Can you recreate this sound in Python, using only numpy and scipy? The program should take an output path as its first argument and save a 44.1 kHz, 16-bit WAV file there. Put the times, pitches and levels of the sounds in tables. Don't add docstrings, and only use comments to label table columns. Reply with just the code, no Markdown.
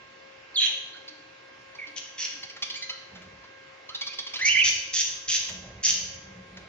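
import sys
import numpy as np
from scipy import signal
from scipy.io import wavfile
from scipy.ndimage import uniform_filter1d

SR = 44100
rng = np.random.default_rng(int(sys.argv[2]) if len(sys.argv) > 2 else 0)


def attenuation_scalar(level_db):
    decades = np.asarray(level_db, float) / 20
    return 10 ** decades


def generate_wav(signal):
    frames = np.transpose(np.atleast_2d(signal))
    scaled = np.clip(frames, -1, 1) * 32767
    pcm = np.round(scaled).astype(np.int16)
    wavfile.write(sys.argv[1], SR, pcm)


N = 294588


def evened(x):
    return x / np.sqrt(np.mean(x ** 2) + 1e-20)


def read(points, hz):
    f, value = np.transpose(points)
    return np.interp(np.log(hz + 1), np.log(f + 1), value)


def add(mix, s, sound, pan_db=0.):
    part = mix[:, round(s * SR):][:, :len(sound)]
    part += sound[:part.shape[1]] * attenuation_scalar(np.array([[pan_db / 2], [-pan_db / 2]]))


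def drift(length, span):
    span = max(int(span), 2)
    return evened(uniform_filter1d(uniform_filter1d(rng.standard_normal(length), span), span))


def resonate(x, hz, width):
    turn = np.exp(2j * np.pi * np.cumsum(hz * np.ones(len(x))) / SR)
    r = np.exp(-np.pi * width / SR)
    low = signal.lfilter([1 - r], [1, -r], x / turn)
    low = signal.lfilter([1 - r], [1, -r], low)
    return 2 * (turn * low).real


def whistles():
    # (start t/s, length t/s, start f/Hz, end f/Hz, level/dB)
    contact = [
        (.543, .018, 4450, 4640, -41),
        (.555, 0.022, 4660, 3293, -26.5),
        (.568, .03, 3355, 3170, -22.5),
        (.578, 0.09, 3980, 3950, -27.5),
        (.604, 0.071, 3280, 3150, -26.5),
    ]
    mutter = [
        (1.784, 0.026, 2420, 2205, -39),
        (1.81, 0.043, 2280, 2096, -39),
        (3.893, 0.047, 1180, 1340, -49),
        (4.012, 0.039, 2200, 2300, -43),
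        (4.072, 0.068, 2300, 2530, -47),
        (2.62, .02, 2400, 2460, -43),
        (2.895, .04, 1250, 1350, -50.5),
        (0.93, .022, 4700, 4000, -50),
        (.94, 0.0299, 1300, 1650, -53),
    ]
    twitter = [
        (2.752, .03, 2050, 2410, -42),
        (2.82, 0.0288, 1950, 2090, -42.5),
    ]
    rising = [
        (4.387, 0.031, 1486, 1820, -40.5),
        (4.408, 0.034, 1840, 2097, -27.5),
    ]
    warble = [
        (4.435, 0.0684, 2074, 2350, -24.5),
        (4.478, 0.0601, 2600, 3084, -22.5),
        (4.54, .05, 2970, 3000, -29),
        (4.585, 0.031, 3000, 3006, -20.5),
        (4.612, 0.0217, 2926, 2460, -21),
        (4.54, 0.0259, 2420, 2023, -23.5),
        (4.566, 0.0284, 2006, 2380, -20.5),
        (4.595, 0.033, 2100, 2410, -25.5),
    ]
    pips = [
        (4.45, 0.02, 6220, 6330, -24.5),
        (5.846, 0.022, 5700, 5400, -28),
        (5.845, 0.0184, 6900, 5800, -21),
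    ]
    # (notes, left over right level/dB, overtone level/dB)
    birds = [(contact, -3.5, -17.5), (mutter, -4.5, -33), (twitter, -4, -1),
             (rising, -2, -11), (warble, -5.5, -28), (pips, 0, -42)]
    hoarse = [.14, .22, .1, .18, .19, .16]
    glide_share, edge_share = 0.4, 0.42
    third_db = -3
    out = np.zeros((2, N))
    for (notes, pan_db, over_db), rough in zip(birds, hoarse):
        for s, length, from_hz, to_hz, db in notes:
            t = np.arange(0, length, 1 / SR)
            hz = to_hz + (from_hz - to_hz) * np.exp(-(t / (length * glide_share)) ** 1.5)
            hz = hz * (1 + 0.12 * rough * drift(len(t), 60))
            turns = 2 * np.pi * np.cumsum(hz) / SR
            overtones = np.sin(2 * turns) + attenuation_scalar(third_db) * np.sin(3 * turns)
            tone = np.sin(turns) + attenuation_scalar(over_db) * overtones
            flutter = 1 + 0.84 * rough * drift(len(t), 45)
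            swell = signal.windows.tukey(len(t), edge_share)
            add(out, s, np.sqrt(2) * attenuation_scalar(db) * tone * flutter * swell, pan_db)
    return out


def squawks():
    # (start t/s, length t/s, effort level/dB, throat level re effort/dB, beak f/Hz)
    calls = [
        (.595, 0.078, -39, 10, 6040),
        (1.957, 0.032, -37, -1.5, 5820),
        (2.175, .088, -35, -3, 5750),
        (4.443, 0.053, -27.5, -8, 5970),
        (4.634, 0.06, -23.5, -6, 6060),
        (4.928, .095, -26, -6, 6230),
        (5.276, 0.096, -26, -5, 6140),
        (5.829, .085, -23.5, -8, 6190),
    ]
    throats = [3020, 3150, 2750, 2350, 3020, 3370, 3150, 3000]
    pans = [-2, 5.5, -1.5, 1, 1, -3, 0, -1.5]
    shrills = [-7, -12, -14.5, -6, -7.5, -8.5, -7.5, -7.5]
    # (factor on beak pitch, width f/Hz, level/dB)
    beak_bands = [(0.94, 1640, -11), (0.789, 670, -14), (1.003, 520, -14.5)]
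    # (factor on throat pitch, width f/Hz, level/dB)
    throat_bands = [(1.05, 1460, 14), (0.67, 1400, -4.5), (1.215, 220, 10.5)]
    # (f/Hz, width f/Hz, level/dB)
    shrill_bands = [(8600, 1500, -12), (10400, 2400, -10), (12200, 2400, -13), (14000, 2600, -18)]
    rise_s, fall_s, swell_db = 0.012, 0.0056, 1.5
    puffs_per_s = 158
    beak_sag, throat_lift = 0.047, 0.017
    dip_db, dip_at, dip_width = -0.5, -0.15, 0.057
    out = np.zeros((2, N))
    for (s, length, db, low_db, top_hz), low_hz, pan_db, shrill_db in zip(calls, throats, pans, shrills):
        t = np.arange(0, length, 1 / SR)
        along = t / length - 0.5
        beak_hz = top_hz * (1 - beak_sag * along)
        throat_hz = low_hz * (1 + throat_lift * along)
        turns = np.cumsum(puffs_per_s * (1 + 0.15 * drift(len(t), 200))) / SR
        pulses = np.diff(np.floor(turns), prepend=0) * attenuation_scalar(rng.uniform(-4, 3, len(t)))
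        puffs = (0.2 + np.exp(-(turns % 1) / 0.3)) * rng.standard_normal(len(t))
        drive = 0.28 * evened(pulses) + 0.72 * evened(puffs)
        beak = sum(attenuation_scalar(g) * resonate(drive, beak_hz * k, w) for k, w, g in beak_bands)
        beak += attenuation_scalar(shrill_db) * sum(attenuation_scalar(g) * resonate(drive, hz, w) for hz, w, g in shrill_bands)
        throat = sum(attenuation_scalar(g) * resonate(drive, throat_hz * k, w) for k, w, g in throat_bands)
        voice = evened(beak) + attenuation_scalar(low_db) * evened(throat)
        edges = np.clip(np.minimum(t / rise_s, (length - t) / fall_s), 0, 1)
        catch_db = dip_db * np.exp(-((along - dip_at) / dip_width) ** 2)
        effort = edges * attenuation_scalar(db + swell_db * along + catch_db)
        add(out, s, effort * voice, pan_db)
    no_bass = signal.butter(6, 1750, "high", fs=SR, output="sos")
    return signal.sosfilt(no_bass, out)


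def chatter():
    # (t/s, peak level/dB, twice the pitch
    # f/Hz, mouth f/Hz, chest level/dB)
    chatter_notes = [(0.946, -54, 2070, 3260, -9), (1.08, -31, 2192, 4440, -31),
                     (1.751, -40, 2280, 2880, 0.5), (1.871, -36.5, 2170, 3100, -6),
                     (2.432, -28, 2240, 3000, -33), (2.499, -33, 2423, 3000, -17),
                     (2.625, -18.5, 2452, 3360, -24), (2.7009, -23.5, 2182, 3500, -15),
                     (2.742, -30, 2064, 3180, -34), (2.756, -31, 2350, 4800, -19),
                     (2.8244, -26.5, 2098, 4350, -18), (2.896, -22.5, 2105, 2900, -16),
                     (3.44, -44.5, 2190, 3080, 3.5), (3.891, -31, 2156, 3230, -5),
                     (3.949, -22, 1984, 4020, -17), (4.0128, -20.5, 2274, 3500, -12.5),
                     (4.069, -22.5, 2380, 4370, -12), (4.1344, -31, 2435, 3270, -9),
                     (4.188, -21, 2282, 3700, -11), (4.2674, -27, 2270, 3300, -9.5),
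                     (4.338, -23, 2570, 3240, -12.5), (4.359, -22, 2074, 3140, -38)]
    fade_s = 0.016
    out = np.zeros((2, N))
    for s, db, twice_hz, mouth_hz, chest_db in chatter_notes:
        t = np.arange(0, 0.09, 1 / SR)
        hz = twice_hz / 2 * (1 + 0.04 * drift(len(t), 60) - 0.15 * np.exp(-t / 0.005))
        turns = np.cumsum(hz) / SR
        stack = sum(np.cos(2 * np.pi * k * turns) for k in range(1, 8))
        drive = 0.6 * evened(stack) + 0.75 * rng.standard_normal(len(t))
        voice = 1.3 * resonate(drive, mouth_hz, 1200)
        voice += 0.35 * resonate(drive, twice_hz, 600) + 0.8 * resonate(drive, 2 * twice_hz, 900)
        voice += 1.1 * resonate(drive, 4300, 1800) + 0.56 * resonate(drive, 5450, 1200)
        voice += 0.6 * resonate(drive, 9000, 3500)
        chest = evened(resonate(drive, twice_hz / 2, 890))
        voice = evened(voice) + attenuation_scalar(chest_db - 4.0) * chest
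        shape = (1 - np.exp(-t / 0.003)) * np.exp(-(t / fade_s) ** 2)
        add(out, s - 0.003, attenuation_scalar(db - 7.5) * voice * shape, -2.)
    return out


def knocks():
    # (t/s, peak level/dB, wood f/Hz, wire rattle level re peak/dB, fading time t/s)
    taps_on_wood = [
        (0.967, -60, 1590, -46, 0.0069),
        (2.564, -51, 1680, -47, 0.0069),
        (3.152, -61, 1680, -45, 0.014),
        (3.218, -66, 1600, -34, 0.012),
        (4.296, -49, 2760, -49, 0.0037),
        (4.392, -47.5, 2500, -36, 0.0086),
        (4.934, -51, 5800, -38, 0.0037),
        (5.487, -50, 2650, -28.5, 0.0085),
        (6.571, -49.5, 2130, -66, 0.005),
    ]
    out = np.zeros((2, N))
    for s, db, hz, wire_db, length in taps_on_wood:
        t = np.arange(0, 0.06, 1 / SR)
        air = rng.standard_normal(len(t))
        knock = evened(resonate(air, hz, 1200) + 0.8 * resonate(air, 3200, 5000))
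        knock += attenuation_scalar(wire_db + 35.0) * evened(resonate(air, 9900, 8900))
        shape = (1 - np.exp(-t / 0.0082)) * np.exp(-t / max(length, 0.002))
        add(out, s - 0.002, attenuation_scalar(db + 24) * knock * shape, -1.)
    return out


def wings():
    # (start t/s, length t/s, thump level/dB, boom level re thump/dB, swish level re thump/dB)
    bouts = [(3.1, 0.21, -55, 1.5, 9.5), (3.28, 0.19, -59, -5, 8.5), (4.394, 0.23, -52, -18, 1),
             (4.601, 0.23, -50.5, -22, 4.5), (4.8, .45, -58, -26, -14), (5.198, 0.49, -57, -10, -8),
             (5.47, 0.17, -52.5, 2.5, 9), (5.597, 0.26, -47.5, -6.5, 5.5), (5.83, .33, -51, -2.5, 5),
             (6.099, 0.32, -51, -5.5, -2), (6.331, 0.29, -54.5, 5.5, 4), (6.55, .2, -54, -6, 8)]
    beats_per_s, edge_share, fade_db = 6.3, 0.39, -3.5
    out = np.zeros((2, N))
    for s, length, db, boom_db, swish_db in bouts:
        t = np.arange(0, length, 1 / SR)
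        turns = np.cumsum(beats_per_s * (1 + 0.086 * drift(len(t), 2000))) / SR
        air = (1.0 + np.exp(-(turns % 1) / 1.2)) * rng.standard_normal(len(t))
        beat = evened(resonate(air, 85, 100))
        beat += attenuation_scalar(boom_db) * evened(resonate(air, 185, 16))
        beat += attenuation_scalar(swish_db - 10.0) * evened(resonate(air, 487, 450))
        shape = attenuation_scalar(db + fade_db * t / length) * signal.windows.tukey(len(t), edge_share)
        add(out, s, beat * shape, rng.uniform(-4, 2))
    return out


def coos():
    # (start t/s, length t/s, f/Hz, level/dB)
    hoots = [
        (1., .33, 305, -61),
        (1.82, .22, 290, -60),
        (2.3, .12, 290, -61),
        (2.41, .08, 790, -60),
        (1.73, .06, 880, -60),
        (.66, .08, 870, -60),
    ]
    out = np.zeros((2, N))
    for s, length, hz, db in hoots:
        air = rng.standard_normal(round(length * SR))
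        add(out, s, attenuation_scalar(db) * evened(resonate(air, hz, 26.3)) * np.hanning(len(air)) ** 0.5)
    return out


def whine():
    # (start t/s, length t/s, final level/dB)
    swells = [
        (1.098, 1, -81),
        (3.493, 0.6, -85),
        (6.251, 0.405, -80),
    ]
    swell_db = 16
    out = np.zeros((2, N))
    for s, length, db in swells:
        t = np.arange(0, length, 1 / SR)
        swell = attenuation_scalar(db + swell_db * (t / length - 1)) * signal.windows.tukey(len(t), 0.2)
        add(out, s, swell * evened(resonate(rng.standard_normal(len(t)), 9080, 200)))
    return out


def hum():
    # (multiple of the hum, level/dB, left over right level/dB, left lead/radians)
    tones = [(1, -63, 15.5, 2.23), (2, -64, -6.5, 1.1), (3, -60.5, -4, 0.98), (4, -70.5, -21, 0.87),
             (4.998, -66.5, -9.5, 2.3), (3.43, -92, -21.5, 0.73)]
    hum_hz = 536.1
    turns = 2 * np.pi * np.cumsum(hum_hz * (1 + 0.00146 * drift(N, 6100))) / SR
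    side = np.array([[0.5], [-0.5]])
    out = np.zeros((2, N))
    for k, db, pan_db, lead in tones:
        strength = attenuation_scalar(db + side * pan_db + 1.95 * drift(N, 3400))
        out += np.sqrt(2) * strength * np.sin(k * turns + side * lead)
    return out


def hiss():
    # (f/Hz, level per Hz/dB)
    colour = [(25, -36.5), (60, -28), (102, -1.5), (190, -12.5), (340, -4.5), (700, -7), (1300, -7),
              (2190, -4), (3500, -11), (6040, -18), (7300, -24.5), (8040, -42), (15000, -76.5)]
    # (f/Hz, likeness 0-1)
    likeness = [(60, 0.91), (180, 0.81), (350, 0.73), (600, 0.071), (1650, 0.027), (9000, 0.13)]
    hiss_db = -52
    frames, hz = N // 256 + 5, np.fft.rfftfreq(1024, 1 / SR)
    a, b, c, d, patches = rng.standard_normal((frames, 513, 5)).T
    patches = 1.3 * evened(uniform_filter1d(uniform_filter1d(patches, 10, 0), 20, 1))
    same = np.clip(read(likeness, hz), -1, 1)[:, None]
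    left = a + 1j * b
    right = same * left + np.sqrt(1 - same ** 2) * (c + 1j * d)
    z = np.array([left, right]) * attenuation_scalar(read(colour, hz)[:, None] + patches)
    return attenuation_scalar(hiss_db) * evened(signal.istft(z, nperseg=1024, noverlap=768)[1][:, :N])


def aviary(x, direct_db, walls_db, count):
    # (f/Hz, time to fall 60 dB t/s)
    fading = [(300, 0.33), (1200, 0.85), (2600, 0.75), (6500, 0.63), (9000, 0.53), (13000, 0.48)]
    taps, starts = np.zeros((2, 36000)), np.arange(120, 35900, 16)
    at = starts + rng.integers(0, 16, (2, len(starts)))
    np.put_along_axis(taps, at, rng.choice([-1., 1.], at.shape), 1)
    hz, t, z = signal.stft(taps, SR, nperseg=128)
    tail = signal.istft(z * attenuation_scalar(-60 * t / read(fading, hz)[:, None]), SR, nperseg=128)[1]
    tail = tail / np.linalg.norm(tail[0])
    walls = signal.fftconvolve(x.mean(0)[None], tail, axes=1)[:, :N]
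    direct = np.array([x[0], np.roll(x[1], count)])
    return attenuation_scalar(direct_db) * direct + attenuation_scalar(walls_db) * walls


def microphone(x):
    # (f/Hz, level/dB)
    loss = [(1000, 0.1), (6900, 0.1), (7400, -7), (7900, -22), (8600, -28), (9800, -27), (13000, -22),
            (15300, -25)]
    hz = [0, *[f for f, g in loss], SR / 2]
    gain = [1, *[attenuation_scalar(g) for f, g in loss], 0]
    return signal.oaconvolve(x, signal.firwin2(255, hz, gain, fs=SR)[None], "same")


def scene():
    birds = aviary(whistles(), 0.67, -2.26, count=3)
    birds += aviary(squawks(), 1.46, 1.94, count=2)
    birds += aviary(attenuation_scalar(3.5) * chatter() + knocks(), 0, -5, count=5)
    return microphone(birds) + wings() + coos() + whine() + hum() + hiss()


def top_cut(x):
    return signal.sosfilt(signal.butter(12, 15480, fs=SR, output="sos"), x)


def record(dry):
    cut = signal.sosfilt(signal.butter(5, 48, "high", fs=SR, output="sos"), dry)
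    hz, t, z = signal.stft(cut, SR, nperseg=2048)
    bin_db = 20 * np.log10(abs(z) + 1e-12)
    loud_db = 10 * np.log10((abs(z) ** 2).sum(1, keepdims=True) + 1e-12)
    patch_db = 6 * np.repeat(rng.standard_normal((len(t), 33)).T, 32, 0)[:len(hz)]
    hidden = (bin_db < loud_db - 59 + patch_db) & (hz > 7300)[:, None]
    mix = signal.istft(z * ~hidden, SR, nperseg=2048)[1][:, :N]
    return top_cut(mix)


dry = scene()
out = record(dry)
generate_wav(out)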